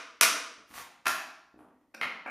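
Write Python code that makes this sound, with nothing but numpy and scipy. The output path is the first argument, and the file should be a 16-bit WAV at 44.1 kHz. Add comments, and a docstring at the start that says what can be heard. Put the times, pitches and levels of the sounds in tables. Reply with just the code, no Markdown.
"""The echo of a hammer blow dies away in a bare room, then the hammer drives a steel bar under a floor strip.
The hammer is dragged and laid down, the strip cracks loose from its nails and a knee and boot shift.
A chip lands, then a broken piece of wood touches down on the subfloor and falls flat, over a faint hush.
Contacts are chattering clicks that may ring a few modes; drag, scuff and splinters are random clicks.
Each source is filtered to its colour and heard through wall echoes and a tail of decaying noise."""
import sys
import numpy as np
from scipy import signal
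from scipy.fft import rfft, irfft, next_fast_len
from scipy.io import wavfile

SR = 44100
rng = np.random.default_rng(int(sys.argv[2]) if len(sys.argv) > 2 else 0)


def to_wav(s):
    """Save 16-bit WAV."""
    ch = np.atleast_2d(s).T  # columns
    pcm = np.round(np.clip(ch, -1, 1) * 32767)  # PCM
    wavfile.write(sys.argv[1], SR, pcm.astype(np.int16))


def voltage_ratio(level):
    """Linear amplitude factor for a level in decibels (scalar or array-like)."""
    return 10 ** (np.asarray(level, float) / 20)


N = 101429
LEAD = SR // 2   # pre-roll samples, for the blow before the start
SIZE = next_fast_len(N + 2 * SR)   # transform length, with space for the tails
MIC_TOP_HZ = 15300

# Hammer contacts on the steel bar: start_s, level_db, cutoff_hz, snap_above_cutoff_db
BLOWS = [(-0.16, -3, 5165, -15), (0.2085, -39, 4963, 11), (0.2106, 3.5, 5000, 1.5)]
# Ringing modes of the steel bar: pitch_hz, level_db, t60_s
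BAR_MODES = [(1303, -58.5, .02), (1520, -44, .02), (2245, -46.5, 0.012), (2500, -46.5, 0.055),
             (6057, -39.5, .02), (7800, -42, 0.077), (10100, -41, 0.013), (11450, -42.5, .03)]
# Relative spectrum of the blows: frequency_hz, level_db
BLOW_COLOUR = [(35, -80), (60, -49.5), (135, -42), (209, -20), (302, -11.5), (381, -22), (458, -10),
               (539, -17), (663, -6.5), (798, -18.5), (982, -7), (1270, -1), (1880, -6), (2530, -3),
               (2910, -7), (3930, -10.5), (4310, -13.5), (6090, -7.5), (7160, -13.5), (9670, -8),
               (15000, -17)]


def hammer_on_bar():
    """Hard contacts set the short, bright modes of the steel ringing."""
    return in_room(struck(BLOWS, BAR_MODES), BLOW_COLOUR, direct_db=1.5, echo_db=-3.2)


# Pressure of the hammer's scrape on the floor: time_s, level_db
DRAG_PRESSURE = [(0.67, -70), (0.69, -54.5), (0.735, -51), (0.742, -39.5), (0.78, -41.5), (0.798, -39.5),
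                 (0.818, -49.5), (0.86, -66.5)]
# Hammer knocks on the boards: start_s, level_db, cutoff_hz, snap_above_cutoff_db
KNOCKS = [(0.7105, -42, 2476, -3), (0.7175, -44, 2500, -14), (0.740, -33.5, 3000, -16),
          (0.753, -40, 5000, -1), (0.770, -41, 4000, -14), (0.778, -29.5, 2960, -13),
          (0.784, -31, 1800, -1), (0.795, -38, 1500, -19), (0.803, -48, 2980, 5)]
# Relative spectrum of drag and knocks: frequency_hz, level_db
DRAG_COLOUR = [(29, -48), (50, -2), (170, -13.5), (296, -8), (367, -14), (404, -12.5), (654, -7.5),
               (720, -3), (873, -4.5), (1160, -1), (1630, -6), (2070, -4), (3600, -13), (10900, -20),
               (15600, -24.5)]


def hammer_laid_down():
    """Friction makes a dense grit of clicks while the hammer knocks on the boards."""
    drag = rubbing(DRAG_PRESSURE, per_s=2100, spread_db=-1)
    return in_room(drag + struck(KNOCKS), DRAG_COLOUR, direct_db=4.5, echo_db=-3.5)


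# Cracks as the strip comes loose: start_s, level_db, cutoff_hz, snap_above_cutoff_db
CRACKS = [(1.050, -49, 3073, -2), (1.0557, -23, 3250, 0), (1.0635, -17, 3000, -8),
          (1.0668, -11.5, 3130, -2.5), (1.079, -25, 4640, 15)]
# Ringing modes of the strip: pitch_hz, level_db, t60_s
STRIP_MODES = [(1396, -38, 0.045), (1840, -32.5, 0.0092), (2666, -36.5, 0.017)]
# Relative spectrum of cracks and splinters: frequency_hz, level_db
CRACK_COLOUR = [(29, -71), (50, -21), (124, -21.5), (177, -16.5), (230, -16), (531, -17), (674, -7),
                (856, -9), (1310, -2), (2020, -5.5), (2570, -6), (3500, -14), (3760, -16), (5640, -15.5),
                (7870, -21.5), (11300, -19.5), (15000, -31.5)]


def strip_cracks():
    """Sudden cracks ring the strip and start a dying shower of splinter clicks."""
    start_s, t60_s, start_db = 1.068, 0.36, -29
    t = np.arange(-LEAD, N) / SR - start_s
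    level_db = np.where(t > 0, start_db - 60 * t / t60_s, -200)
    clicks = grains(level_db, per_s=1500, spread_db=1.4)
    splinters = np.diff(clicks, prepend=0)   # differencing tilts them to the treble
    return in_room(struck(CRACKS, STRIP_MODES) + splinters, CRACK_COLOUR, direct_db=4.5, echo_db=-22)


# Contacts of the small chip: start_s, level_db, cutoff_hz, snap_above_cutoff_db
CHIP_CONTACTS = [(1.940, -51, 4070, -11), (1.9425, -40, 2770, -18), (1.945, -38.5, 4000, 5.5),
                 (1.949, -39, 3000, -14.5), (1.976, -42.5, 2800, -26)]
# Ringing mode of the chip: pitch_hz, level_db, t60_s
CHIP_MODES = [(5800, -18.5, 0.0067)]
# Relative spectrum of the chip: frequency_hz, level_db
CHIP_COLOUR = [(47, -63), (80, -47), (219, -4), (404, -13), (482, -6), (715, -7), (1060, -15), (1540, -2),
               (2000, -17), (2600, -5), (2900, -25.5), (5480, -23), (15000, -30)]


def chip_lands():
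    """A light chip makes small contacts with one very short, high ring."""
    return in_room(struck(CHIP_CONTACTS, CHIP_MODES), CHIP_COLOUR, direct_db=6, echo_db=-17)


# The wood touches down: start_s, level_db, cutoff_hz, snap_above_cutoff_db
DROPS = [(2.0125, -17.5, 5070, 4), (2.024, -38, 6100, 17)]
# Ringing modes of the piece of wood: pitch_hz, level_db, t60_s
PIECE_MODES = [(1420, -40.5, 0.046), (2142, -41, .045), (2194, -39, 0.035), (2560, -38, 0.023),
               (3220, -43, 0.025), (4400, -39.5, 0.021)]
# Relative spectrum of the touchdown: frequency_hz, level_db
DROP_COLOUR = [(29, -49), (50, -20), (98, -36), (177, -17.5), (272, -15), (354, -22), (389, -20),
               (941, -13.5), (1380, -9.5), (1710, -12.5), (2170, -6), (3180, -16), (3420, -23.5),
               (4340, -26), (7870, -44.5), (11000, -39), (15000, -49)]


def piece_touches_down():
    """The impact sets the modes of the wood ringing briefly."""
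    return in_room(struck(DROPS, PIECE_MODES), DROP_COLOUR, direct_db=0, echo_db=-5)


# The wood falls flat: start_s, level_db, cutoff_hz, snap_above_cutoff_db
FLOPS = [(2.258, -28, 704, -22), (2.261, -26.5, 2530, -8), (2.274, -29.5, 2800, -2), (2.29, -52, 5000, 12)]
# Relative spectrum of the fall: frequency_hz, level_db
FLOP_COLOUR = [(47, -56), (80, -38), (244, -8.5), (404, -14), (731, -7.5), (1570, -4.5), (2040, -12.5),
               (2280, 0), (3380, -35.5), (11300, -40.5), (15000, -48)]


def piece_falls_flat():
    """Flat contacts slap the subfloor without a ring of their own."""
    return in_room(struck(FLOPS), FLOP_COLOUR, direct_db=2.5, echo_db=-5)


# Bumps under the blow and as knee and boot shift: start_s, level_db, cutoff_hz, snap_above_cutoff_db
THUDS = [(0.211, -30, 70, -50.5), (0.58, -41, 292, -40), (0.705, -34.5, 209, -36.5), (0.80, -31, 86.3, -44),
         (1.541, -37.5, 396, -43), (1.573, -39.5, 400, -42), (1.590, -43.5, 2170, -27),
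         (1.606, -41, 1207, -28), (1.613, -49, 1100, -27), (1.645, -48, 1210, -21.5),
         (1.685, -52, 3000, -23), (1.74, -49, 397, -31), (1.812, -60, 4500, -18.5)]
# Pressure of a boot scuffing the dust: time_s, level_db
SCUFF_PRESSURE = [(1.575, -79), (1.595, -67.5), (1.63, -75), (1.67, -82)]
# Relative spectrum of bumps and scuff: frequency_hz, level_db
THUD_COLOUR = [(24, -32.5), (45, -20), (167, -23), (252, -3.5), (418, -15.5), (865, -11.5), (1300, -15),
               (2000, -25), (2600, -24.5), (3400, -29), (5000, -42.5), (10500, -27), (13000, -38),
               (15500, -55)]


def subfloor_thuds():
    """Dull bumps come through the subfloor; a boot on dust adds fine friction grit."""
    scuff = rubbing(SCUFF_PRESSURE, per_s=6000, spread_db=-6)
    return in_room(struck(THUDS) + scuff, THUD_COLOUR, direct_db=4, echo_db=-5.5)


# Relative spectrum of still air and microphone: frequency_hz, level_db
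HUSH_COLOUR = [(18, -51.5), (30, -16), (180, -14.5), (597, -21), (1600, -37.5), (1870, -17), (2370, -34),
               (15000, -37.5)]


def hush():
    """Still air and microphone give steady, faint coloured noise in mid and side."""
    level_db, side_db = -80, -7   # mid RMS; side relative to mid
    white = rfft(rng.standard_normal((2, SIZE)))
    colour = voltage_ratio(at_hz(HUSH_COLOUR, np.fft.rfftfreq(SIZE, 1 / SR)))
    noise = irfft(white * colour, SIZE)[:, :N]
    return noise / noise[0].std() * voltage_ratio(level_db) * voltage_ratio([[0], [side_db]])


def struck(contacts, modes=()):
    """Each contact is a chattering click plus modal ring, weighted below and above its cut-off."""
    out = np.zeros(LEAD + N + SR)
    # each contact stirs each mode differently
    spread_db = rng.normal(0, 1, (len(contacts), len(modes)))
    lags_s = rng.uniform(0.0002, 0.0012, size=(len(contacts), 3))
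    for (start_s, level_db, cutoff_hz, snap_db), offsets_db, lags in zip(contacts, spread_db, lags_s):
        hit = chatter(lags)
        body = hit.copy()
        for (pitch_hz, mode_db, t60_s), offset_db in zip(modes, offsets_db):
            body += voltage_ratio(mode_db + offset_db) * ring(hit, pitch_hz, t60_s)
        dull = signal.lfilter(*signal.butter(2, cutoff_hz, "low", fs=SR), body)
        snap = signal.lfilter(*signal.butter(2, cutoff_hz, "high", fs=SR), body)
        i = LEAD + int(start_s * SR)
        # subtracting keeps the two bands from cancelling at the cut-off
        out[i:i + len(body)] += voltage_ratio(level_db) * (dull - voltage_ratio(snap_db) * snap)
    return out[:LEAD + N]


def chatter(lags_s):
    """Quick rebounds spread a click through all-pass delays, leaving its spectrum flat."""
    rebound = 0.6
    hit = np.zeros(SR // 4)
    hit[0] = 1
    for lag in (lags_s * SR).astype(int):
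        feedback = np.zeros(lag + 1)
        feedback[0], feedback[-1] = 1, rebound
        hit = signal.lfilter(feedback[::-1], feedback, hit + 1e-18)
    return hit


def ring(clicks, pitch_hz, t60_s):
    """A damped resonator turns each unit click into a decaying sine starting from height 1."""
    decay = voltage_ratio(-60 / (t60_s * SR))
    turn = 2 * np.pi * pitch_hz / SR
    return signal.lfilter([0, np.sin(turn)], [1, -2 * decay * np.cos(turn), decay * decay], clicks + 1e-18)


def rubbing(pressure, per_s, spread_db):
    """Friction is random grit following a pressure curve, tilted to the treble."""
    time_s, db = np.transpose(pressure)
    level_db = np.interp(np.arange(-LEAD, N) / SR, time_s, db, left=-200, right=-200)
    return signal.lfilter([1, -0.7], [1], grains(level_db, per_s, spread_db))


def grains(level_db, per_s, spread_db):
    """Tiny contacts are random clicks of either sign, with random sizes around a level curve."""
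    size = voltage_ratio(spread_db * np.minimum(rng.exponential(1, LEAD + N), 4))
    sign = rng.choice([-1, 1], LEAD + N)
    present = rng.random(LEAD + N) < per_s / SR
    return size * sign * present * voltage_ratio(level_db)


def in_room(source, colour, direct_db, echo_db):
    """Filters a source to its colour and through the room, giving mid and side."""
    coloured = rfft(source, SIZE) * rfft(causal(colour), SIZE)
    return irfft(coloured * room(direct_db, echo_db), SIZE)[:, LEAD:LEAD + N]


# Decay from the walls alone: frequency_hz, t60_s
WALL_T60 = [(60, 0.25), (150, 0.7), (300, .9), (700, 0.78), (1400, 0.71), (2700, 0.62), (5000, 0.76),
            (9000, 0.69)]
# Wall echoes: delay_s, level_db
ECHOES = [(0.0163, -25), (.0195, -20.5), (0.0255, -33.5), (0.038, -25)]
# Side relative to mid in the reverberation: frequency_hz, level_db
ROOM_SIDE = [(50, -20.5), (250, -27.5), (500, -39.5), (1000, -31.5), (2000, -37.5), (4000, -50.5),
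             (16000, -51)]


def room(direct_db, echo_db):
    """Direct sound, smeared wall echoes and a noise tail that walls and air damp band by band."""
    tail_db, gap_s, build_s, echo_t60_s = -26, 0.001, 0.005, 0.017
    air_db_per_s = 65.5   # at 10 kHz, growing with frequency squared
    length = SR * 3 // 2
    t, hz = np.arange(length) / SR, np.fft.rfftfreq(length, 1 / SR)
    white = rfft(rng.standard_normal((2, length)))
    white[1] *= voltage_ratio(at_hz(ROOM_SIDE, hz))
    noise = 0
    for k in range(15):
        centre_hz = 40 * 2 ** (k / 1.6)
        # overlapping triangular bands on a log-frequency axis
        share = np.clip(1 - np.abs(np.log2((hz + 1) / 40) * 1.6 - k), 0, 1)
        wall_loss = 60 / at_hz(WALL_T60, centre_hz)
        air_loss = air_db_per_s * (min(centre_hz, MIC_TOP_HZ) / 1e4) ** 2
        noise = noise + irfft(white * share, length) * voltage_ratio(-t * (wall_loss + air_loss))
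    echoes = 0
    for delay_s, level_db in ECHOES:
        age = t - delay_s
        echoes = echoes + voltage_ratio(level_db - 60 * np.maximum(age, 0) / echo_t60_s) * (age >= 0)
    build = 1 - np.exp(-np.maximum(t - gap_s, 0) / build_s)
    response = noise * (voltage_ratio(tail_db) * build + voltage_ratio(echo_db) * echoes)
    response[0, 0] += voltage_ratio(direct_db)   # direct sound in mid only
    return rfft(response, SIZE)


def causal(colour):
    """Minimum-phase pulse with this relative spectrum, scaled to peak height 1."""
    level_db = np.maximum(at_hz(colour, np.fft.rfftfreq(8192, 1 / SR)), -70)
    cepstrum = irfft(level_db * np.log(10) / 20)
    # folding the cepstrum forward gives minimum phase
    cepstrum[1:4096] *= 2
    cepstrum[4097:] = 0
    pulse = irfft(np.exp(rfft(cepstrum)))
    return pulse / np.abs(pulse).max()


def at_hz(points, hz):
    """Reads a table on a log-frequency axis."""
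    table_hz, values = np.transpose(points)
    return np.interp(np.log(hz + 1), np.log(table_hz), values)


def scene():
    """Sums all sources and turns mid and side into left and right."""
    hammer = hammer_on_bar() + hammer_laid_down()
    tumble = chip_lands() + piece_touches_down() + piece_falls_flat()
    mid, side = hammer + strip_cracks() + tumble + subfloor_thuds() + hush()
    return np.array([mid + side, mid - side])


def roll_off(x):
    """The treble ends steeply here."""
    return signal.sosfilt(signal.butter(12, 16370, fs=SR, output="sos"), x)


def record(dry):
    """The microphone has a narrow dip in the treble and a steep top edge."""
    notch_hz, width_hz, removed_share = 7960, 500, 0.6
    notch_band = signal.lfilter(*signal.iirpeak(notch_hz, notch_hz / width_hz, fs=SR), dry)
    dipped = dry - removed_share * notch_band
    top_edge = signal.cheby2(10, 40, MIC_TOP_HZ * 1.04, fs=SR, output="sos")
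    mix = signal.sosfilt(top_edge, dipped)
    return roll_off(mix)


dry = scene()
out = record(dry)
to_wav(out)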